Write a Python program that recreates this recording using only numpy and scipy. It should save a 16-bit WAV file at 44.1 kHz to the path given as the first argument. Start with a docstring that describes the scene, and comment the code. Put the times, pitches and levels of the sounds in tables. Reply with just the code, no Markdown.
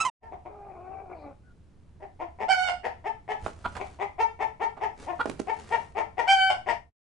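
"""A pig's brief squeal stops dead. A stone-walled yard fades in: light wind rumbles on the
microphone and a chicken walks about, its calls thrown back by the walls. It clucks and croons
softly while distant birds chirp; from 2 s it clucks four or five times a second, with a long
squawk at 2.5 s. Feet scuff and knock on concrete amid two yelps and a faint breathy call; a second
squawk comes at 6.3 s. Pitched pig and chicken calls are pulses and breath through throat and mouth."""
import sys
import numpy as np
from scipy import signal
from scipy.io import wavfile
from scipy.ndimage import uniform_filter1d

SR = 44100
rng = np.random.default_rng(int(sys.argv[2]) if len(sys.argv) > 2 else 0)


def put_to_file(sound):
    """Save the sound as 16-bit audio at rate SR, in the file named by the first command-line argument."""
    columns = np.atleast_2d(sound).T  # one column per channel
    safe = np.clip(columns, -1, 1)
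    whole_steps = np.round(safe * 32767)
    wavfile.write(sys.argv[1], SR, whole_steps.astype(np.int16))


N = 312228
TIME = np.arange(N) / SR
BAND_LIMIT_HZ = 10900


def amp(db):
    """Decibels to gain."""
    return 10 ** (np.asarray(db) / 20)


def unit(x):
    """Scale to rms 1."""
    return x / np.sqrt(np.mean(x ** 2) + 1e-20)


def colour(x, spectrum):
    """Minimum-phase filter from rows (frequency [Hz], gain [dB]): peaks ring on. Output rms 1."""
    size = 4096
    hz, db = np.transpose(spectrum)
    bin_hz = abs(np.fft.fftfreq(size, 1 / SR))
    log_gain = np.log(amp(np.interp(np.log(bin_hz + 1), np.log(hz + 1), db)))
    ring = np.fft.ifft(np.exp(np.conj(signal.hilbert(log_gain)))).real[:size // 2]
    ring = np.broadcast_to(ring, x.shape[:-1] + ring.shape)
    return unit(signal.oaconvolve(x, ring, axes=-1)[..., :x.shape[-1]])


def treble(x, corner_hz):
    """First-order high-pass."""
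    return signal.lfilter(*signal.butter(1, corner_hz, "high", fs=SR), x)


def resonate(x, hz, width_hz):
    """Unity-gain resonance whose centre may move."""
    carrier = np.exp(2j * np.pi * np.cumsum(hz * np.ones(len(x))) / SR)
    pole = np.exp(-np.pi * width_hz / SR)
    return 2 * (carrier * signal.lfilter([1 - pole], [1, -pole], x / carrier)).real


def waver(size, rate_hz):
    """Low-passed noise, rms 1."""
    lowpass = signal.butter(2, rate_hz, fs=SR, output="sos")
    return unit(signal.sosfilt(lowpass, rng.standard_normal(size)))


def stereo_noise(side):
    """Two partly correlated noise channels."""
    middle, apart = rng.standard_normal((2, N))
    return np.array([middle + side * apart, middle - side * apart])


def swells(rows, floor_db):
    """Gain curve: bell-shaped swells over a steady floor."""
    power = sum(amp(db) ** 2 * np.exp(-((TIME - s) / width_s) ** 2) for s, db, width_s in rows)
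    return np.sqrt(amp(floor_db) ** 2 + power)


def add(mix, start_s, sound, pan_db=0):
    """Mix in a mono sound; positive pan is left."""
    part = mix[:, max(round(start_s * SR), 0):][:, :len(sound)]
    part += amp([[pan_db / 2], [-pan_db / 2]]) * sound[:part.shape[1]]


def note(start_s, length_s, db, hz, rough, mouth_hz, mouth_end_hz,
         attack_s, release_s, start_db, end_db, scoop, sag, hoarse):
    """Contour for voice(): pitch scoops, holds and sags; both ends are hoarse; the mouth glides."""
    t = np.linspace(0, length_s, 100)
    onset = np.clip(1 - t / attack_s, 0, 1)
    ending = np.clip(1 - (length_s - t) / release_s, 0, 1)
    pitch_hz = hz * (1 - scoop * np.sin(np.pi / 2 * onset) ** 2 - sag * ending)
    effort_db = db + start_db * onset ** 1.46 + end_db * ending ** 0.8
    roughness = rough + hoarse * np.maximum(onset, ending)
    glide_hz = np.linspace(mouth_hz, mouth_end_hz, len(t))
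    return np.column_stack([start_s + t, pitch_hz, effort_db, roughness, glide_hz])


def voice(contour, throat, jitter, puff, mouth_db, mouth_width_hz=350, flutter_db=2,
          rattle=0, rattle_hz=0, dulling=0.2, fade_s=0.0054):
    """Uneven pulses and a puff of air per cycle pass throat and mouth. Returns (start [s], sound)."""
    times_s, *columns = np.transpose(contour)
    t = np.arange(times_s[0], times_s[-1], 1 / SR)
    hz, db, rough, mouth_hz = (np.interp(t, times_s, column) for column in columns)
    rough = np.clip(rough, 0, 1)
    cycles = np.cumsum(hz * (1 + jitter * rough * waver(len(t), rate_hz=240))) / SR
    pulses = np.zeros(len(t))
    for k in range(1, int(BAND_LIMIT_HZ / hz.min()) + 1):
        flutter = amp(flutter_db * min(k / 5, 1) * waver(len(t), rate_hz=14))
        pulses += flutter * np.cos(2 * np.pi * k * cycles + k * k / 2)  # stagger rounds each pulse
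    pulses = unit(pulses) * (1 + .5 * rough * waver(len(t), rate_hz=170))
    pulses *= 1 + rough ** 2 * np.cos(np.pi * cycles)  # strong and weak cycles alternate
    breath = unit((0.47 + np.exp(-(cycles % 1) / 0.25)) * rng.standard_normal(len(t)))
    source = pulses + puff * rough * treble(breath, corner_hz=950)
    rattle_cycles = np.cumsum(rattle_hz * (1 + .2 * waver(len(t), rate_hz=30))) / SR
    source *= 1 + np.minimum(rattle * rough, 1) * np.cos(2 * np.pi * rattle_cycles)
    softness = 1 - amp(dulling * (db - db.max()))
    for _ in range(2):  # less effort, duller voice
        source -= softness * treble(source, corner_hz=1600)
    sound = colour(source, throat)
    sound += amp(mouth_db) * resonate(sound, mouth_hz, mouth_width_hz)
    running_rms = np.sqrt(abs(uniform_filter1d(sound ** 2, size=600)) + 1e-12)
    fades = signal.windows.tukey(len(t), 2 * fade_s * SR / len(t))
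    return times_s[0], amp(db) * sound / running_rms * fades


# Squeal notes: (time [s], length [s], level [dB], pitch [Hz], roughness [0-1], pitch sag [ratio])
SQUEAL_NOTES = [(0, .052, -23, 1336, 0.1, 0.051), (0.047, 0.054, -23.5, 1046, 0.23, .15)]
# Throat response: (frequency [Hz], gain [dB])
PIG_THROAT = [(100, 13.5), (520, -9), (680, 3), (1100, 2), (1600, -12.5), (2750, -5), (4000, -20.5),
              (7900, -16), (10500, -31)]


def pig_squeal():
    """A breathy high note breaks to a lower one."""
    out = np.zeros((2, N))
    for *row, sag in SQUEAL_NOTES:
        contour = note(*row, mouth_hz=1200, mouth_end_hz=1000, attack_s=0.018, release_s=0.033,
                       start_db=-3, end_db=-14, scoop=0.05, sag=sag, hoarse=0.3)
        add(out, *voice(contour, PIG_THROAT, jitter=.018, puff=1.5, mouth_db=-4.5), pan_db=-5)
    return out


# Gusts: (time [s], level [dB], half-width [s])
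GUSTS = [(3.44, -39, 0.02), (3.7, -45, 0.11)]
# Wind and still-air spectra: (frequency [Hz], gain [dB])
WIND_SPECTRUM = [(15, -0.5), (38, -8), (75, 4.5), (170, -17), (500, -55.5)]
AIR_SPECTRUM = [(40, -15), (95, -4), (240, -12.5), (600, -25.5), (2800, -40), (10000, -50)]


def wind_and_air():
    """Wind rumbles on the microphone over still outdoor air."""
    rumble = colour(stereo_noise(side=0.094), WIND_SPECTRUM)
    wind = swells(GUSTS, floor_db=-54) * rumble * amp([[-1.2], [1.2]])
    air = amp(-57.5) * colour(stereo_noise(side=0.55), AIR_SPECTRUM)
    return wind + air


# Clucks: (time [s], length [s], level [dB], pitch [Hz], roughness [ratio], brightness [dB], beak [Hz])
CLUCKS = [(0.202, 0.11, -46.5, 456, 0.53, 2, 2060), (0.31, 0.063, -32, 399.5, 0.9, -10.5, 2460),
          (0.447, .052, -30, 403.3, 0.56, -13.5, 2560), (1.994, 0.09, -40, 397.2, 1.23, -3, 2120),
          (2.188, 0.074, -28, 356.5, 0.5, -1, 2280), (2.382, 0.09, -28, 439.3, 0.8, 4.5, 2250),
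          (2.828, 0.082, -26, 488.7, 0.87, 15, 2030), (3.036, 0.087, -26, 450, 0.25, 6, 2220),
          (3.273, 0.09, -27, 435.3, 0.62, 8.5, 2240), (3.783, 0.073, -31, 401.6, 0.95, 2.5, 2600),
          (3.982, 0.09, -26.5, 417.4, 0.65, 5.5, 2450), (4.177, 0.085, -21.5, 452.8, 0.17, 3.5, 2340),
          (4.386, 0.085, -24.5, 450.6, 0.48, 4, 2340), (4.591, 0.09, -25, 452.8, 0.37, 2, 2340),
          (4.799, 0.09, -25.5, 446, 0.56, 6, 2300), (5.061, 0.087, -28, 358.7, 0.16, -3.5, 2220),
          (5.463, 0.086, -24.5, 455, 0.37, 3, 2290), (5.699, 0.09, -25, 466, 0.53, 10, 2270),
          (5.945, 0.091, -25.5, 461.3, 0.61, 6.5, 2350), (6.166, 0.084, -23.5, 471, 0.46, 9, 2260),
          (6.656, 0.09, -25, 476.2, 0.88, 14.5, 2200)]
# Throat response: (frequency [Hz], gain [dB])
CLUCK_THROAT = [(150, -14.5), (300, -2.5), (450, -0.5), (570, 2.5), (720, 11.5), (930, 7.5), (1200, -8.5),
                (1550, -21.5), (1850, -14.5), (2300, -19), (3100, -23.5), (4100, -33.5), (5500, -32),
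                (10000, -47.5)]


def clucks():
    """Pitch arches while the closing beak lowers its resonance; shape and vowel vary per cluck."""
    out = np.zeros((2, N))
    mean_shape = dict(attack_s=.038, release_s=0.0421, start_db=-18, end_db=-21,
                      scoop=0.29, sag=.17, hoarse=0.39)
    usual_beak_hz, shut_ratio, pan_db_per_s = 2278, .76, 1.0
    throat_hz, throat_db = np.transpose(CLUCK_THROAT)
    beak_share = throat_hz ** 2 / (throat_hz ** 2 + 1300 ** 2)  # the beak governs the treble
    for start_s, length_s, db, hz, rough, bright_db, beak_hz in CLUCKS:
        shape = {name: value * rng.uniform(.8, 1.2) for name, value in mean_shape.items()}
        shape["attack_s"] = min(shape["attack_s"], length_s / 2)
        contour = note(start_s, length_s, db, hz, rough, beak_hz, beak_hz * shut_ratio, **shape)
        chest_db = 6 * (rough - .5) * (throat_hz < 600)  # rough clucks gain low body
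        vowel_hz = throat_hz * (beak_hz / usual_beak_hz) ** beak_share
        vowel_db = throat_db + bright_db * beak_share + chest_db
        cluck = voice(contour, np.column_stack([vowel_hz, vowel_db]), jitter=.045, puff=.6, mouth_db=11,
                      mouth_width_hz=470, rattle=.55, rattle_hz=140, dulling=0.34, fade_s=0.013)
        add(out, *cluck, pan_db=pan_db_per_s * start_s)
    return out


# Ground and wall echoes: (mean delay [s], gain [dB])
ECHOES = [(.0026, -19.5), (.0043, -16), (.0165, -14.5)]


def yard(x, tail_db):
    """Add a diffuse tail and echoes, left and right in turn, whose paths swing as the bird walks."""
    t60_s, walk_period_s, path_swing = 0.28, 3.1, .2
    t = TIME[:SR // 2]
    tail = rng.standard_normal((2, len(t))) * amp(-60 * t / t60_s)
    tail = amp(tail_db) * tail / np.linalg.norm(tail[0])
    out = x + signal.fftconvolve(x, tail, axes=1)[:, :N]
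    for k, (mean_s, db) in enumerate(ECHOES):
        delay_s = mean_s * (1 + path_swing * np.sin(2 * np.pi * TIME / walk_period_s + k))
        echo = amp(db) * np.interp(TIME - delay_s, TIME, x.mean(0))
        add(out, 0, echo, pan_db=15 * (-1) ** k)
    return out


# Croon contour: (time [s], pitch [Hz], level [dB], roughness [0-1])
CROON = [(.48, 420.6, -51, 0.94), (.57, 412.3, -47.5, 0.48), (.71, 386.2, -44.5, 0.73),
         (.785, 353.8, -45.5, 0.58), (0.879, 377.7, -41, 0.29), (1, 391.6, -40.5, 0.61),
         (1.08, 367, -50, 0.71), (1.12, 367.6, -39, 0.86), (1.2, 296, -49.5, 0.65),
         (1.266, 288.8, -41, 0.41), (1.335, 272, -53, 0.66)]
# Throat response: (frequency [Hz], gain [dB])
CROON_THROAT = [(150, -1.5), (400, 6.5), (520, 6), (640, 8), (790, 12), (950, 0), (1170, -2.5), (1900, -23),
                (2400, -11), (3100, -45.5), (9000, -63)]


def croon():
    """A soft, wavering rasp with the mouth tuned to the second harmonic."""
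    out = np.zeros((2, N))
    contour = [(s, hz, db, rough, 2 * hz) for s, hz, db, rough in CROON]
    call = voice(contour, CROON_THROAT, jitter=.085, puff=1.3, mouth_db=-11,
                 flutter_db=5, rattle=.6, rattle_hz=55)
    add(out, *call, pan_db=5)
    return out


# Chirps: (time [s], length [s], level [dB], start pitch [Hz], end pitch [Hz], trill depth [ratio])
CHIRPS = [(1.145, 0.14, -71, 4500, 3719, 0.07), (1.433, 0.093, -63, 1490, 1370, .035)]


def distant_birds():
    """Thin, trilling whistles glide down ever faster."""
    out = np.zeros((2, N))
    for start_s, length_s, db, from_hz, to_hz, trill in CHIRPS:
        progress = np.linspace(0, 1, round(length_s * SR))
        glide_hz = from_hz + (to_hz - from_hz) * progress ** 2
        hz = glide_hz * (1 + trill * waver(len(progress), rate_hz=320))
        envelope = amp(db) * np.sin(np.pi * progress) ** .5
        add(out, start_s, envelope * np.sin(2 * np.pi * np.cumsum(hz) / SR))
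    return out


# Squawk contours: (time [s], pitch [Hz], level [dB], roughness [0-1], mouth resonance [Hz])
FIRST_SQUAWK = [(2.481, 682, -26, 0.56, 800), (2.499, 774, -16.5, 0.26, 840),
                (2.528, 754.8, -17, 0.16, 2160), (2.548, 744, -25, 0.13, 1000),
                (2.595, 731, -20.5, 0.06, 925), (2.635, 745.5, -21, 0.1, 1360),
                (2.672, 729, -22.5, 0.18, 1110), (2.69, 723.5, -20, 0.5, 950),
                (2.745, 707, -39.5, 0.8, 770)]
SECOND_SQUAWK = [(6.269, 724, -28, 0.8, 750), (6.29, 778.6, -17, 0.12, 2740),
                 (6.308, 779.7, -16, 0.19, 2486), (6.337, 786.4, -18, 0.074, 900),
                 (6.36, 765, -26, 0.14, 1363), (6.41, 763, -18.5, 0.04, 1560),
                 (6.492, 765.2, -25, 0.071, 1530), (6.507, 736, -18, 0.64, 837),
                 (6.575, 706, -43.5, 1, 765)]
# Throat response: (frequency [Hz], gain [dB])
SQUAWK_THROAT = [(200, -22), (450, -4.5), (750, 1.5), (1150, -9), (1550, -5), (2300, -7), (3100, -4.5),
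                 (3850, -25.5), (4650, -14.5), (6200, -28), (8500, -28), (10500, -46.5)]


def squawks():
    """A hoarse leap, a slide to a held tone, a rattling break; a throat notch hollows each call."""
    out = np.zeros((2, N))
    for contour, notch_hz, pan_db in [(FIRST_SQUAWK, 2940, -5), (SECOND_SQUAWK, 3850, 4)]:
        start_s, call = voice(contour, SQUAWK_THROAT, jitter=.034, puff=.34, mouth_db=6,
                              mouth_width_hz=310, flutter_db=2.2, rattle=1.1, rattle_hz=95, dulling=0.18)
        hollowed = call - 0.5 * resonate(call, notch_hz, width_hz=300)
        add(out, start_s, hollowed, pan_db)
    return out


# Steps and, at 4.76 s, a faint, short, breathy call from the chicken:
# (time [s], level [dB], rise [s], decay [s], body [Hz], hiss re body [dB])
NOISE_BURSTS = [(3.462, -23.5, 0.0015, 0.006, 630, -23), (3.752, -35.5, 0.0012, 0.0099, 1140, -10),
                (3.766, -30.5, 0.00072, 0.008, 1070, -8.5), (4.762, -43.5, 0.015, 0.018, 740, -32),
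                (5.256, -23.5, 0.0011, 0.005, 576, -15.5), (5.275, -36, 0.004, 0.041, 244, -11.5),
                (5.296, -40.5, 0.0025, 0.0016, 600, 12.5), (5.391, -27.5, 0.0096, 0.0026, 350, -7.5)]
# Shuffles: (time [s], level [dB], half-width [s])
SHUFFLES = [(3.47, -46, 0.038), (3.76, -51.5, 0.13), (5.03, -45.5, 0.031), (5.3, -56.5, 0.17),
            (5.68, -51, 0.14)]
# Hiss and crunch spectrum: (frequency [Hz], gain [dB])
HISS_SPECTRUM = [(400, 3.5), (1500, -5), (4000, -13), (8000, -15.5), (11000, -22.5)]


def steps_and_breathy_call():
    """Dull noise bursts with hiss make the steps and one chicken call; grit crunches at each shuffle."""
    out = np.zeros((2, N))
    t = np.arange(SR // 5) / SR
    for start_s, db, rise_s, decay_s, body_hz, hiss_db in NOISE_BURSTS:
        body_noise, hiss_noise = rng.standard_normal((2, len(t)))
        band = signal.butter(2, [body_hz / 2, body_hz * 1.48], "band", fs=SR, output="sos")
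        body = unit(signal.sosfilt(band, body_noise))
        hiss = amp(hiss_db) * colour(hiss_noise, HISS_SPECTRUM)
        envelope = np.minimum(t / rise_s, 1) * np.exp(-np.maximum(t - rise_s, 0) / decay_s)
        add(out, start_s, amp(db) * envelope * (body + hiss), pan_db=-7)
    crunch = stereo_noise(side=0.27) * amp(3.6 * waver(N, rate_hz=150))
    return out + swells(SHUFFLES, floor_db=-78) * colour(crunch, HISS_SPECTRUM)


# Yelps: (time [s], length [s], level [dB], pitch [Hz], roughness [0-1],
#         mouth start [Hz], mouth end [Hz], upward pitch scoop [ratio])
YELPS = [(3.641, 0.028, -25.5, 236, 0.67, 1570, 1060, -.9),
         (5.189, 0.032, -24, 478.6, 0.09, 745, 1600, .55)]
# Throat response: (frequency [Hz], gain [dB])
YELP_THROAT = [(200, 12), (450, -2.5), (850, 7), (1450, 6), (1850, -11.5), (4300, -11), (5200, -26.5)]


def yelps():
    """Two sharp, breathy calls: the first drops in pitch, the second scoops up."""
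    out = np.zeros((2, N))
    for *row, scoop in YELPS:
        contour = note(*row, attack_s=0.02, release_s=0.0043, start_db=-15.5, end_db=-23,
                       scoop=scoop, sag=0, hoarse=0.17)
        call = voice(contour, YELP_THROAT, jitter=0.0804, puff=6.9, mouth_db=15, mouth_width_hz=1450)
        add(out, *call, pan_db=-3.5)
    return out


# Yard fade in and out: (time [s], level [dB])
YARD_FADE = [(.19, -55.5), (.235, -1.5), (6.76, 0), (6.89, -9.5), (6.94, -59)]


def scene():
    """The pig, then the chicken's yard."""
    chicken = amp(-2.5) * yard(clucks(), tail_db=2) + amp(-3.5) * yard(squawks(), tail_db=-0.5)
    small_sounds = yard(croon() + yelps() + distant_birds() + steps_and_breathy_call(), tail_db=-7.5)
    fade = amp(np.interp(TIME, *np.transpose(YARD_FADE)))
    return pig_squeal() + fade * (chicken + small_sounds + wind_and_air())


def record(dry):
    """Steep low-pass at the band limit."""
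    lowpass = signal.firwin(511, BAND_LIMIT_HZ, window=("kaiser", 9), fs=SR)
    return signal.oaconvolve(dry, lowpass[None], "same")


dry = scene()
out = record(dry)
put_to_file(out)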